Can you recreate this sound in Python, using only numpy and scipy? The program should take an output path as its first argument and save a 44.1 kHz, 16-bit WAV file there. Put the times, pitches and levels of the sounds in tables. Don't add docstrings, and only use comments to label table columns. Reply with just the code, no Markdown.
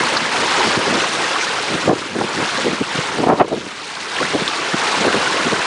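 import sys
import numpy as np
from scipy import signal
from scipy.io import wavfile
from scipy.ndimage import uniform_filter1d

SR = 44100
rng = np.random.default_rng(int(sys.argv[2]) if len(sys.argv) > 2 else 0)


def to_wav(sig):
    pcm = np.clip(np.atleast_2d(sig), -1, 1) * 32767
    pcm = np.round(pcm).astype(np.int16)
    wavfile.write(sys.argv[1], SR, pcm.T)


N = 249587

# (time [s], level [dB], length [s])
GUSTS = [(0.025, -21.5, 0.05), (0.215, -23.5, .035), (0.385, -25, 0.059), (0.665, -16, 0.048),
         (0.92, -19.5, 0.088), (1.731, -23, 0.06), (1.906, -4.5, 0.022), (2.195, -19.5, .09),
         (2.404, -21.5, 0.055), (2.669, -13.5, 0.029), (2.722, -21, 0.038), (3.21, -17, .045),
         (3.314, -3, 0.042), (3.413, 2, 0.021), (3.53, -13.5, 0.02), (3.577, -23.5, 0.017),
         (4.351, -13, 0.025), (5.01, -23.5, 0.058), (5.077, -9, 0.013), (5.159, -15.5, 0.028),
         (5.473, -16.5, 0.012), (5.531, -13.5, 0.011)]
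TYPICAL_GUST_DB = -14
USUAL_WATER_DB = -23.5


def from_db(db):
    return 10 ** (np.asarray(db) / 20)


def rms_one(x):
    return x / np.sqrt(np.mean(x ** 2) + 1e-20)


def at_hz(spectrum, hz):
    point_hz, point_db = np.transpose(spectrum)
    return np.interp(np.log(hz), np.log(point_hz), point_db)


def butter(x, hz, kind, order=2):
    safe_hz = np.clip(hz, 10, .45 * SR)
    return signal.sosfilt(signal.butter(order, safe_hz, kind, fs=SR, output="sos"), x)


def drift(rate_hz):
    step, warm_up = 40, 2000
    r = np.exp(-2 * np.pi * step * rate_hz / SR)
    noise = rng.standard_normal(N // step + warm_up + 2)
    slow = signal.lfilter([1], [1, -2 * r, r * r], noise)[warm_up:]
    return np.interp(np.arange(N) / step, np.arange(len(slow)), rms_one(slow))


def turbulence(spectrum, surge_db, surge_rate, patchy_db, patchy_rate):
    edges = np.geomspace(spectrum[0][0], spectrum[-1][0], 17)
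    white = rng.standard_normal((2, N))
    out = 0
    for k, (low, high) in enumerate(zip(edges, edges[1:])):
        band_db = at_hz(spectrum, np.sqrt(low * high)) + patchy_db * drift(patchy_rate)
        out = out + from_db(band_db) * butter(white[k % 2], [low, high], "band")
    return rms_one(out * from_db(surge_db * drift(surge_rate)))


def bubbles(spectrum, low_hz, high_hz, per_s, cycles, size_db, clump_db, count=48):
    chance = per_s * from_db(clump_db * drift(15)) / SR
    born = np.flatnonzero(rng.random(N) < chance)
    size = from_db(size_db * np.minimum(rng.exponential(1, N), 4)) * rng.choice([-1, 1], N)
    pitch_number = rng.integers(0, count, N)
    out = 0
    for k, hz in enumerate(np.geomspace(low_hz, min(high_hz, .45 * SR), count)):
        clicks = np.full(N, 1e-18)
        mine = born[pitch_number[born] == k]
        clicks[mine] = size[mine]
        r, w = from_db(-60 * hz / (cycles * SR)), 2 * np.pi * hz / SR
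        ringing = signal.lfilter([1, 0, -1], [1, -2 * r * np.cos(w), r * r], clicks)
        out = out + hz * from_db(at_hz(spectrum, hz)) * ringing
    return rms_one(out)


def add_burst(out, s, level_db, length, noise):
    t = (np.arange(len(noise)) - len(noise) // 2) / SR
    bell = 1 / np.sqrt(1 + np.abs(2 * t / length) ** 5)
    shaped = bell * noise
    burst = shaped * np.sqrt(np.sum(bell ** 2) / np.sum(shaped ** 2))
    at = np.round((s + t) * SR).astype(int)
    inside = (at >= 0) & (at < N)
    out[at[inside]] += from_db(level_db) * burst[inside]


def water_loudness():
    # (time [s], level [dB])
    loudness_curve = [(0.0, -20), (0.28, -22.5), (0.57, -17), (0.8, -20), (1.5, -22.5), (1.87, -24.5),
                      (2.14, -32.5), (2.42, -23), (2.65, -24), (2.85, -29), (2.98, -23), (3.25, -28.5),
                      (3.65, -36), (4.09, -29.5), (4.22, -23.5), (4.65, -24), (4.9, -20), (5.66, -21.5)]
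    s, level_db = np.transpose(loudness_curve)
    return np.interp(np.arange(N) / SR, s, level_db) - USUAL_WATER_DB


def rumble():
    # (pitch [Hz], level [dB per Hz])
    rumble_spectrum = [(25, -25.5), (50, -16), (100, -6), (170, -1), (280, 1.5), (450, -0.5), (800, -28.5),
                       (1600, -50.5)]
    breeze_db, breeze_follows = -37, 0.49
    swell_db, swell_follows, swell_s = -30.5, 0.39, 0.1
    t = np.arange(N) / SR
    power = from_db(breeze_db + breeze_follows * water_loudness()) ** 2
    for s, level_db, _ in GUSTS:
        top_db = swell_db + swell_follows * (level_db - TYPICAL_GUST_DB)
        power = power + from_db(top_db) ** 2 * np.exp(-((t - s) / swell_s) ** 2)
    air = turbulence(rumble_spectrum, surge_db=2.5, surge_rate=56, patchy_db=2.0, patchy_rate=32)
    return np.sqrt(power) * air


def eddy(edge_hz, bass_cut_hz=190, bass_share=0.38, lump_db=2.5, lump_hz=110):
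    lumps = from_db(lump_db * rms_one(butter(rng.standard_normal(SR // 2), lump_hz, "low")))
    swirl = butter(lumps * rng.standard_normal(SR // 2), edge_hz, "low", order=3)
    return butter(swirl, max(bass_cut_hz, bass_share * edge_hz), "high", order=1)


def wind(bass_loss_hz=145, lift_db=0.5):
    # (time [s], level [dB], upper edge [Hz])
    thumps = [(0.775, -4, 320), (0.795, -12, 470), (1.75, -17, 330), (1.883, -5, 490), (1.932, -7, 555),
              (2.166, -18, 500), (2.217, -14, 680), (2.248, -19, 290), (2.816, -11, 284), (2.955, -16, 260),
              (2.987, -13, 263), (3.239, -10, 660), (3.271, -6, 617), (3.45, -14, 600), (3.485, -13, 650),
              (4.421, -17.5, 290), (4.743, -12.5, 316), (5.053, -12, 850)]
    thump_s = 0.0087
    typical_edge_hz, db_per_octave = 523, 21
    eddies = np.zeros(N)
    for s, level_db, length in GUSTS:
        edge_hz = typical_edge_hz * 2 ** ((level_db - TYPICAL_GUST_DB) / db_per_octave)
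        add_burst(eddies, s, level_db + lift_db, length, eddy(edge_hz))
    for s, level_db, edge_hz in thumps:
        add_burst(eddies, s, level_db + lift_db, thump_s, eddy(edge_hz))
    return rumble() + butter(eddies, bass_loss_hz, "high")


def slaps(spread=1.17):
    # (time [s], level [dB], length [s], centre [Hz])
    sheets = [(.168, -12.5, 0.004, 1240), (.172, -16, 0.0092, 4400), (1.407, -22, 0.017, 2100),
              (1.427, -26, 0.033, 5470), (4.169, -20.5, .0059, 2820), (4.479, -8.5, 0.0014, 3470),
              (4.818, -21, .0075, 1600), (5.088, -14.5, 0.0093, 1450)]
    out = np.zeros(N)
    for s, level_db, length, hz in sheets:
        splash = butter(rng.standard_normal(SR // 4), [hz / spread, hz * spread], "band")
        add_burst(out, s, level_db, length, splash)
    return out


def plips(cycles=32, rise=0.066):
    # (time [s], peak level [dB], starting pitch [Hz])
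    large_bubbles = [(.608, -8, 860), (2.585, -15, 530), (3.708, -22, 2100), (4.186, -9, 1800),
                     (4.203, -10, 1080), (4.229, -7, 1400), (4.251, -9, 1830)]
    out, t = np.zeros(N), np.arange(SR // 10) / SR
    for s, peak_db, hz in large_bubbles:
        age = t * hz / cycles
        ring = from_db(peak_db - 60 * age) * np.sin(2 * np.pi * hz * t * (1 + rise * age))
        at = round(s * SR)
        out[at:at + len(t)] += ring[:N - at]
    return out


def spray(water_db):
    # (pitch [Hz], level [dB per Hz])
    spray_spectrum = [(1000, -11.5), (2200, 0.5), (3000, -3), (4000, -3), (5500, -8.5), (7500, -14.5),
                      (10000, -19)]
    usual_db, follows = -27, 0.68
    hiss = turbulence(spray_spectrum, surge_db=1.4, surge_rate=38, patchy_db=2.5, patchy_rate=43)
    patter = bubbles(spray_spectrum, 2580, 9230, per_s=3500, cycles=16, size_db=7.5, clump_db=1.5)
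    mix = from_db(0.5) * hiss + from_db(-5.5) * patter
    return from_db(usual_db + follows * water_db) * mix


def foam(water_db):
    # (pitch [Hz], level [dB per Hz])
    foam_spectrum = [(200, -23.5), (500, 1.5), (700, 1), (900, 5), (1600, 3.5), (2300, -5), (3500, -3),
                     (9000, -17.5)]
    rush = turbulence(foam_spectrum, surge_db=.6, surge_rate=20, patchy_db=1.3, patchy_rate=25)
    fizz = bubbles(foam_spectrum, 650, 3000, per_s=1000, cycles=38, size_db=3.3, clump_db=2.5)
    mix = from_db(-2.5) * rush + from_db(-1.5) * fizz
    return from_db(USUAL_WATER_DB + water_db) * mix


def churn(water_db):
    # (pitch [Hz], level [dB per Hz])
    churn_spectrum = [(45, -21), (110, -26.5), (210, -16.5), (300, -1.5), (470, 3), (600, -1), (750, -19),
                      (1200, -38)]
    usual_db, follows = -27.5, 1.3
    surge = turbulence(churn_spectrum, surge_db=5.0, surge_rate=16.4, patchy_db=1.0, patchy_rate=23)
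    pockets = bubbles(churn_spectrum, 253.5, 571, per_s=200, cycles=31, size_db=3.5, clump_db=2.5)
    mix = from_db(-6.5) * surge + from_db(-8.0) * pockets
    return from_db(usual_db + follows * water_db) * mix


def wake():
    water_db = water_loudness()
    return spray(water_db) + foam(water_db) + churn(water_db)


def scene():
    return np.tile(wind() + slaps() + plips() + wake(), (2, 1))


def gain_control(x, threshold_db=-15, slope=0.53, release_db_per_s=85):
    power = uniform_filter1d(x[0] ** 2, round(.012 * SR))
    level_db = 10 * np.log10(np.maximum(power, 1e-12))
    wanted_cut_db = slope * np.maximum(level_db - threshold_db, 0)
    ramp = release_db_per_s * np.arange(N) / SR
    held_cut_db = np.maximum.accumulate(wanted_cut_db + ramp) - ramp
    r = np.exp(-1 / (.009 * SR))
    cut_db = signal.lfilter([1 - r], [1, -r], held_cut_db)
    return x * from_db(-cut_db)


def record(dry, low_cut_hz=45, ceiling=.97, top_hz=10150):
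    leveled = butter(gain_control(dry), low_cut_hz, "high", order=1)
    rounded = ceiling * np.tanh(leveled / ceiling)
    return signal.sosfilt(signal.ellip(12, .1, 90, top_hz, fs=SR, output="sos"), rounded)


dry = scene()
out = record(dry)
to_wav(out)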